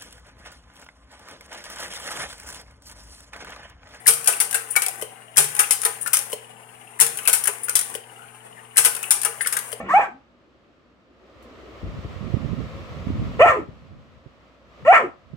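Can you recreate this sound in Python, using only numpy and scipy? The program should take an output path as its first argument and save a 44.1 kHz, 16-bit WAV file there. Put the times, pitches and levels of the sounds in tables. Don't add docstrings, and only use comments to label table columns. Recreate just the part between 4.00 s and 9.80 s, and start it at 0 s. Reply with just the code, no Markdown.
import sys
import numpy as np
from scipy import signal
from scipy.fft import rfft, irfft
from scipy.io import wavfile
from scipy.ndimage import uniform_filter1d

SR = 44100
rng = np.random.default_rng(int(sys.argv[2]) if len(sys.argv) > 2 else 0)


def store_wav(level_fs):
    pcm = np.round(np.clip(np.atleast_2d(level_fs), -1, 1) * 32767)
    wavfile.write(sys.argv[1], SR, pcm.T.astype(np.int16))


N = 255780
T = np.arange(N) / SR

# f/Hz, level/dB per Hz
METAL_SPECTRUM = [(40, -28), (300, -25), (1000, -5.5), (3000, 0), (4300, -5.5), (5600, -0.5), (8000, -1),
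                  (12000, 2.5), (16000, -7.5)]
# f/Hz, level/dB per Hz
HOUSING_SPECTRUM = [(40, -41), (200, -32.5), (450, -5.5), (800, -16), (1300, 7), (1800, 2.5), (2700, 0),
                    (3400, -11.5), (4500, -15.5), (9000, -14)]
# f/Hz, level/dB, t60/s
HOUSING_MODES = [(823, 15, 0.094), (997, 10.5, 0.09), (1196.5, 13.5, 0.12), (1478, 11.5, 0.11),
                 (1860, -37, 0.15), (2366, -44, 0.052), (2350, -10, .05), (2710, -30, 0.029),
                 (3140, -15, 0.087)]
# f/Hz, level/dB per Hz
BASE_SPECTRUM = [(40, -30), (130, -8.5), (280, -26), (410, 10.5), (600, 1.5), (900, 4), (2000, -39)]
# f/Hz, level/dB, t60/s
BASE_MODES = [(378, -11.5, 0.15), (453, -1, 0.22), (466, 4.5, 0.27), (534, -14, .06), (682, -0.5, 0.16)]
# t/s of cam travel, metal level/dB, housing level/dB
CAM_TICKS = [(.063, -6, -40), (.171, -11.5, -64), (.186, -15, -22), (.251, -13, -25.5), (.4372, -7.5, -36),
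             (.454, -8, -21), (.6825, -18, -17), (.693, -6.5, -22), (.8105, -9.5, -30), (.94, -19, -32)]
BASE_LAG_S = 0.00494


def mechanism():
    clacks, ticks = heavy_blows(), on_cam(CAM_TICKS)

    metal = undb(-8.0) * place((s, undb(db) * clatter(t60)) for s, db, _, _, t60 in clacks)
    metal += undb(-12.5) * place((s, undb(db) * blow(t60=0.031, crack_db=-30)) for s, db, _ in ticks)

    housing = undb(4.0) * place(
        (s, undb(db) * (1 - fade(0.013)) * blow(1.32 * t60, crack_db=-22)) for s, _, db, _, t60 in clacks)
    housing += undb(-6.5) * place((s, undb(db) * blow(t60=0.061, crack_db=-32)) for s, _, db in ticks)
    base = undb(6) * place(
        (s + BASE_LAG_S, undb(db) * (1 - fade(0.018)) * blow(t60=0.082, crack_db=-22))
        for s, _, _, db, _ in clacks)

    clack = through(metal, unit(colour(METAL_SPECTRUM)))
    clatter_of_housing = body(housing, HOUSING_SPECTRUM, HOUSING_MODES, modes_db=-6.5)
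    clunk = body(base, BASE_SPECTRUM, BASE_MODES, modes_db=-5)
    return clack + clatter_of_housing + clunk


# t/s, clutch slip before the cam turns/s, pawl snap level/dB,
# starting jolt level/dB, cam force level/dB, closing thud level/dB
CYCLES = [(0.0684, 0.0047, -4.5, -1.5, -0.5, -21.5), (1.3707, 0.0087, -2, 6, 0, -19.5),
          (3.0007, 0.00078, -5, -1.5, 0, -21), (4.7703, 0.0081, -0.5, -4, -0.5, -23.5)]
HAS_SLIDE = [True, False, False, True]
# t/s after the start, metal level/dB, housing level/dB,
# base level/dB before the jolt is added, chatter t60/s
START_CLACKS = [(0, -7, -25, -33, 0.057), (.0088, 2.5, -19.5, -30, 0.087)]
# t/s of cam travel, metal level/dB, housing level/dB, base level/dB, chatter t60/s
CAM_CLACKS = [(.3286, -3, -29, -53, 0.12), (.4708, -7.5, -20, -33.5, 0.071), (.79, -9, -23, -45, 0.023)]
# metal level/dB, housing level/dB, base level/dB, chatter t60/s
CLAMP_BLOWS = [(-12, -26.5, -52, 0.092), (-1.5, -27.5, -52, 0.1)]
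# t/s, metal level/dB, housing level/dB, base level/dB, chatter t60/s
LOOSE_CLACKS = [(0.2738, -2.5, -19, -27, 0.084), (0.7624, -4, -18.5, -53, 0.046),
                (1.5925, -1.5, -16.5, -40, 0.085), (3.2751, -3, -21, -30.5, 0.095),
                (3.2964, -8, -39, -56, .04), (4.8484, -1.5, -22, -34, 0.1), (4.8566, -4.5, -21, -46, .071)]
CLAMP_FULL_S, CLAMP_EMPTY_S = .7468, .7524


def heavy_blows():
    rows = list(LOOSE_CLACKS)
    for (start, slip, _, jolt_db, force_db, _), has_slide in zip(CYCLES, HAS_SLIDE):
        clamp = (CLAMP_FULL_S, *CLAMP_BLOWS[0]) if has_slide else (CLAMP_EMPTY_S, *CLAMP_BLOWS[1])
        for s, metal, housing, base, t60 in START_CLACKS:
            rows.append((start + s, metal, housing, base + jolt_db, t60))
        for s, metal, housing, base, t60 in [*CAM_CLACKS, clamp]:
            rows.append((start + slip + s, metal + force_db, housing + force_db, base + force_db, t60))
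    return rows


def at_start(rows):
    return [(start + s, *rest) for start, *_ in CYCLES for s, *rest in rows]


def on_cam(rows):
    return [(start + slip + s, *rest) for start, slip, *_ in CYCLES for s, *rest in rows]


def clatter(t60):
    delays = np.cumsum(.003 + .008 * rng.random(6))
    sizes = undb(2 * rng.standard_normal(6) - 60 * delays / (0.74 * t60))

    def crack():
        return blow(t60=0.018, crack_db=-36)

    rebounds = place((s, size * crack()) for s, size in zip(delays, sizes))[:SR // 2]
    first = undb(1.5) * crack()
    return undb(-2.0) * blow(t60, crack_db=-18) + first + rebounds


# f/Hz, level/dB, t60/s
CLUTCH_MODES = [(434, -6.5, 0.075), (490, -2.5, 0.048), (593, -5, 0.055), (1010, -8.5, 0.028),
                (2050, -4, 0.015), (2950, 5.5, 0.0084), (3125, 4, 0.012)]
THUD_S = .9495


def clutch():
    snaps = place((s, undb(db) * blow(t60=0.008, crack_db=-13)) for s, _, db, *_ in CYCLES)
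    lifts = place((s - .011, undb(db - 32.5) * blow(t60=0.072, crack_db=-33)) for s, _, db, *_ in CYCLES)

    def thud():
        return ring(CLUTCH_MODES) + undb(-5.0) * blow(t60=0.046, crack_db=-18)

    thuds = place((s + slip + THUD_S, undb(db) * thud()) for s, slip, *_, db in CYCLES)
    return through(snaps + lifts, unit(colour(METAL_SPECTRUM))) + thuds


# t/s, level/dB
LANDINGS = [(0.763, -4.5)]
# f/Hz, level/dB, t60/s
GATE_MODES = [(790, -13, .14), (1440, -9, .06), (1840, -5, .04), (2268, 0, .08), (2370, -11, .04)]


def gate():
    return place((s, undb(db) * (1 - fade(.02)) * ring(GATE_MODES)) for s, db in LANDINGS)


# t/s after the start, f/Hz, level/dB
START_KNOCKS = [(-.006, 1700, -19)]
# t/s of cam travel, f/Hz, level/dB
CAM_KNOCKS = [(.4535, 1620, -27), (.6815, 1442, -18.5)]
# t/s, f/Hz, level/dB
LOOSE_KNOCKS = [(1.589, 1820, -22.5), (5.408, 1680, -16), (5.448, 2180, -23), (5.566, 1627, -18)]


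def knocks():
    def knock(hz):
        buzz = resonate(blow(t60=0.08, crack_db=-23), hz, width_hz=310)
        woody = ring([(hz, 0, .04), (1.22 * hz, -3, .04)])
        return woody + undb(10.0) * buzz

    rows = at_start(START_KNOCKS) + on_cam(CAM_KNOCKS) + list(LOOSE_KNOCKS)
    return place((s, undb(db) * knock(hz)) for s, hz, db in rows)


# t/s of cam travel, f/Hz, level/dB, length/s
CAM_SQUEAKS = [(.254, 2595, -24, 0.017)]
# t/s, f/Hz, level/dB, length/s
STRAY_SQUEAKS = [(0.861, 758, -31.5, 0.048), (3.184, 2860, -29, .014), (4.143, 1397, -39.5, 0.13),
                 (4.549, 1866, -44, 0.079)]
SWISH_S, SWISH_DB = .631, -28.5


def rubbing():
    def brush():
        return (1 - fade(.05)) * blow(t60=.07, crack_db=-30)

    strokes = place((s, undb(db) * brush()) for s, db in on_cam([(SWISH_S, SWISH_DB)]))
    spectrum = [(1000, -27), (5000, -20.5), (8800, -6.5), (9900, 3), (11000, -12), (16000, -9.0)]
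    hiss = undb(9) * through(strokes, unit(colour(spectrum)))

    rows = on_cam(CAM_SQUEAKS) + list(STRAY_SQUEAKS)
    squeaks = place((s, undb(db) * squeak(hz, length_s)) for s, hz, db, length_s in rows)
    return hiss + squeaks


def squeak(hz, length_s):
    n = max(int(length_s * SR), 2)
    pitch = hz * (1 + .08 * waver(N, rate_hz=1100)[:n])
    roughness = 1 + 0.55 * waver(N, rate_hz=190)[:n]
    return np.hanning(n) * roughness * np.sin(2 * np.pi * np.cumsum(pitch) / SR)


# t/share of the cycle, level/dB
GEAR_LOAD = [(0, -74), (.15, -38.5), (.3, -38.5), (.45, -43.5), (.58, -42.5), (.8, -44.5), (1, -40.5)]
# f/Hz, level/dB per Hz
GEAR_SPECTRUM = [(100, -17), (300, -5.5), (450, 1.5), (900, 6.5), (1700, 9), (2800, 1.5), (4200, -14),
                 (7000, -3), (10000, -2), (16000, -4)]
CYCLE_S = 0.95


def gears():
    share, db = np.transpose(GEAR_LOAD)
    load = sum(np.interp((T - s) / CYCLE_S, share, undb(db), left=0, right=0) for s, *_ in CYCLES)
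    rustle = load * contacts(N, grain_hz=447.4, scatter_db=3.0)
    return body(rustle, GEAR_SPECTRUM, HOUSING_MODES, modes_db=-9)


# f/Hz, level/dB per Hz
FAN_SPECTRUM = [(25, -17), (60, -9), (170, 3.5), (300, -0.5), (440, 5.5), (570, 3.5), (790, 13), (1150, 4),
                (2000, 3.5), (2900, -2.5), (3700, -12), (4800, -18), (9000, -10.5), (16000, -19)]
ROTOR_HZ, ROTOR_START_S = 16.327, 0.055


def fan():
    air = undb(-46.5) * through(contacts(N, grain_hz=38.9, scatter_db=-1.45), unit(colour(FAN_SPECTRUM)))
    turns = np.arange(ROTOR_START_S, N / SR, 1 / ROTOR_HZ)
    sizes = undb(-21.5 + 1 * rng.standard_normal(len(turns)))

    def scuff():
        rub = resonate(blow(t60=0.055, crack_db=-10), hz=2866, width_hz=190)
        return unit(resonate(rub, hz=2670, width_hz=670))

    return air + place((s, size * scuff()) for s, size in zip(turns, sizes))


# f/Hz, level/dB rms
HUM = [(119.9, -56.5), (239.8, -62.5), (359.7, -87), (439.8, -59)]
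# f/Hz, level/dB, t60/s
STAND_MODES = [(143.8, 6.5, 0.56), (162, -10, 1)]
JOLT_DB = -45.5


def stand():
    hum = sum(undb(db) * np.sqrt(2) * np.sin(2 * np.pi * (hz * T + rng.random())) for hz, db in HUM)
    hum *= undb(.8 * waver(N, rate_hz=9))
    boom = place((s + 0.0155, undb(JOLT_DB + db) * ring(STAND_MODES)) for s, _, _, db, *_ in CYCLES)
    rumble = undb(-56) * resonate(rng.standard_normal(N), hz=75, width_hz=65)
    return np.outer([1, undb(-6.5)], hum + boom + rumble)


def echoes(x, near_db, room_db, size=8192):
    padded, window = np.pad(x, size), signal.get_window("hann", size)
    out = np.zeros(N + 2 * SR)
    for i in range(0, N + size, size // 2):
        h = reflections(near_db, near_t60=0.042, room_db=room_db, low_t60=0.42, high_t60=.33)
        out[i:i + size + len(h) - 1] += signal.fftconvolve(padded[i:i + size] * window, h)
    return out[size:size + N]


def reflections(near_db, near_t60, room_db, low_t60, high_t60, size=16384):
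    near, far = rng.standard_normal((2, size))
    low = uniform_filter1d(far, size=5)
    high = far - low
    tail = low * fade(low_t60)[:size] + high * fade(high_t60)[:size]
    tail *= 1 - fade(0.0077)[:size]
    return undb(near_db) * unit(near * fade(near_t60)[:size]) + undb(room_db) * unit(tail)


def body(force, spectrum, modes, modes_db):
    return through(force, unit(colour(spectrum))) + undb(modes_db) * through(force, unit(ring(modes)))


def blow(t60, crack_db, crack_t60=0.0013):
    envelope = fade(t60) + undb(crack_db) * fade(crack_t60)
    return contacts(SR // 2, grain_hz=899, scatter_db=2.5) * envelope


def contacts(n, grain_hz, scatter_db):
    which = (np.arange(n) * grain_hz / SR).astype(int) % n
    x = rng.standard_normal(n) * undb(scatter_db * rng.standard_normal(n))[which]
    return x / np.std(x)


def ring(modes):
    t = T[:SR // 2]
    return sum((-1) ** k * undb(db) * fade(t60) * np.sin(2 * np.pi * hz * t)
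               for k, (hz, db, t60) in enumerate(modes))


def resonate(x, hz, width_hz):
    return signal.lfilter(*signal.iirpeak(hz, hz / width_hz, fs=SR), x)


def colour(points, size=4096):
    hz, db = np.transpose(points)
    grid = np.maximum(np.fft.rfftfreq(size, 1 / SR), 1)
    cepstrum = irfft(np.log(undb(np.interp(np.log(grid), np.log(hz), db))))
    cepstrum[1:size // 2] *= 2
    cepstrum[size // 2 + 1:] = 0
    return irfft(np.exp(rfft(cepstrum)))


def waver(n, rate_hz):
    return np.interp(np.arange(n) * rate_hz / SR, np.arange(n), rng.standard_normal(n))


def fade(t60):
    return np.exp(-np.log(1000) * T[:SR // 2] / max(t60, 1 / SR))


def through(x, h):
    return signal.fftconvolve(x, h)[:N]


def unit(h):
    return h / np.sqrt(np.sum(h ** 2))


def place(sounds):
    out = np.zeros(N + SR)
    for s, sound in sounds:
        i = int(np.clip(s * SR, 0, N))
        out[i:i + len(sound)] += sound
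    return out[:N]


def undb(db):
    return 10 ** (np.asarray(db) / 20)


# f/Hz, level/dB
SHADOW = [(100, -7), (250, -13), (500, 0), (800, -2.5), (1400, -8.5), (2400, -8), (4400, -3), (8000, -4.5),
          (11000, -10.5), (15000, -11)]
PORT_LAG = 17


def scene():
    dry = mechanism() + knocks() + rubbing() + clutch() + gate() + gears() + fan()
    left = dry + echoes(dry, near_db=-5, room_db=-6.5)
    right = undb(-12.5) * np.pad(dry, (PORT_LAG, 0))[:N] + echoes(dry, near_db=-1.5, room_db=-5.5)
    alike = undb(-1.5) * np.pad(left, (PORT_LAG, 0))[:N]
    right += signal.sosfiltfilt(signal.butter(2, 480, fs=SR, output="sos"), alike - right)
    return np.array([left, through(right, colour(SHADOW))]) + stand()


def port(x, hz, width_hz, boost_db):
    return x + undb(boost_db) * resonate(x, hz, width_hz)


def record(dry):
    left = port(dry[0], hz=9570, width_hz=900, boost_db=14.0)
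    right = port(dry[1], hz=8660, width_hz=580, boost_db=15)
    bass_cut = signal.butter(2, 42, "highpass", fs=SR, output="sos")
    heard = signal.sosfilt(bass_cut, np.array([left, right]))
    ceiling = .92
    saturated = ceiling * np.tanh(heard / ceiling)
    top_cut = signal.ellip(12, .2, 80, 16000, fs=SR, output="sos")
    return signal.sosfilt(top_cut, saturated)


dry = scene()
out = record(dry)
store_wav(out)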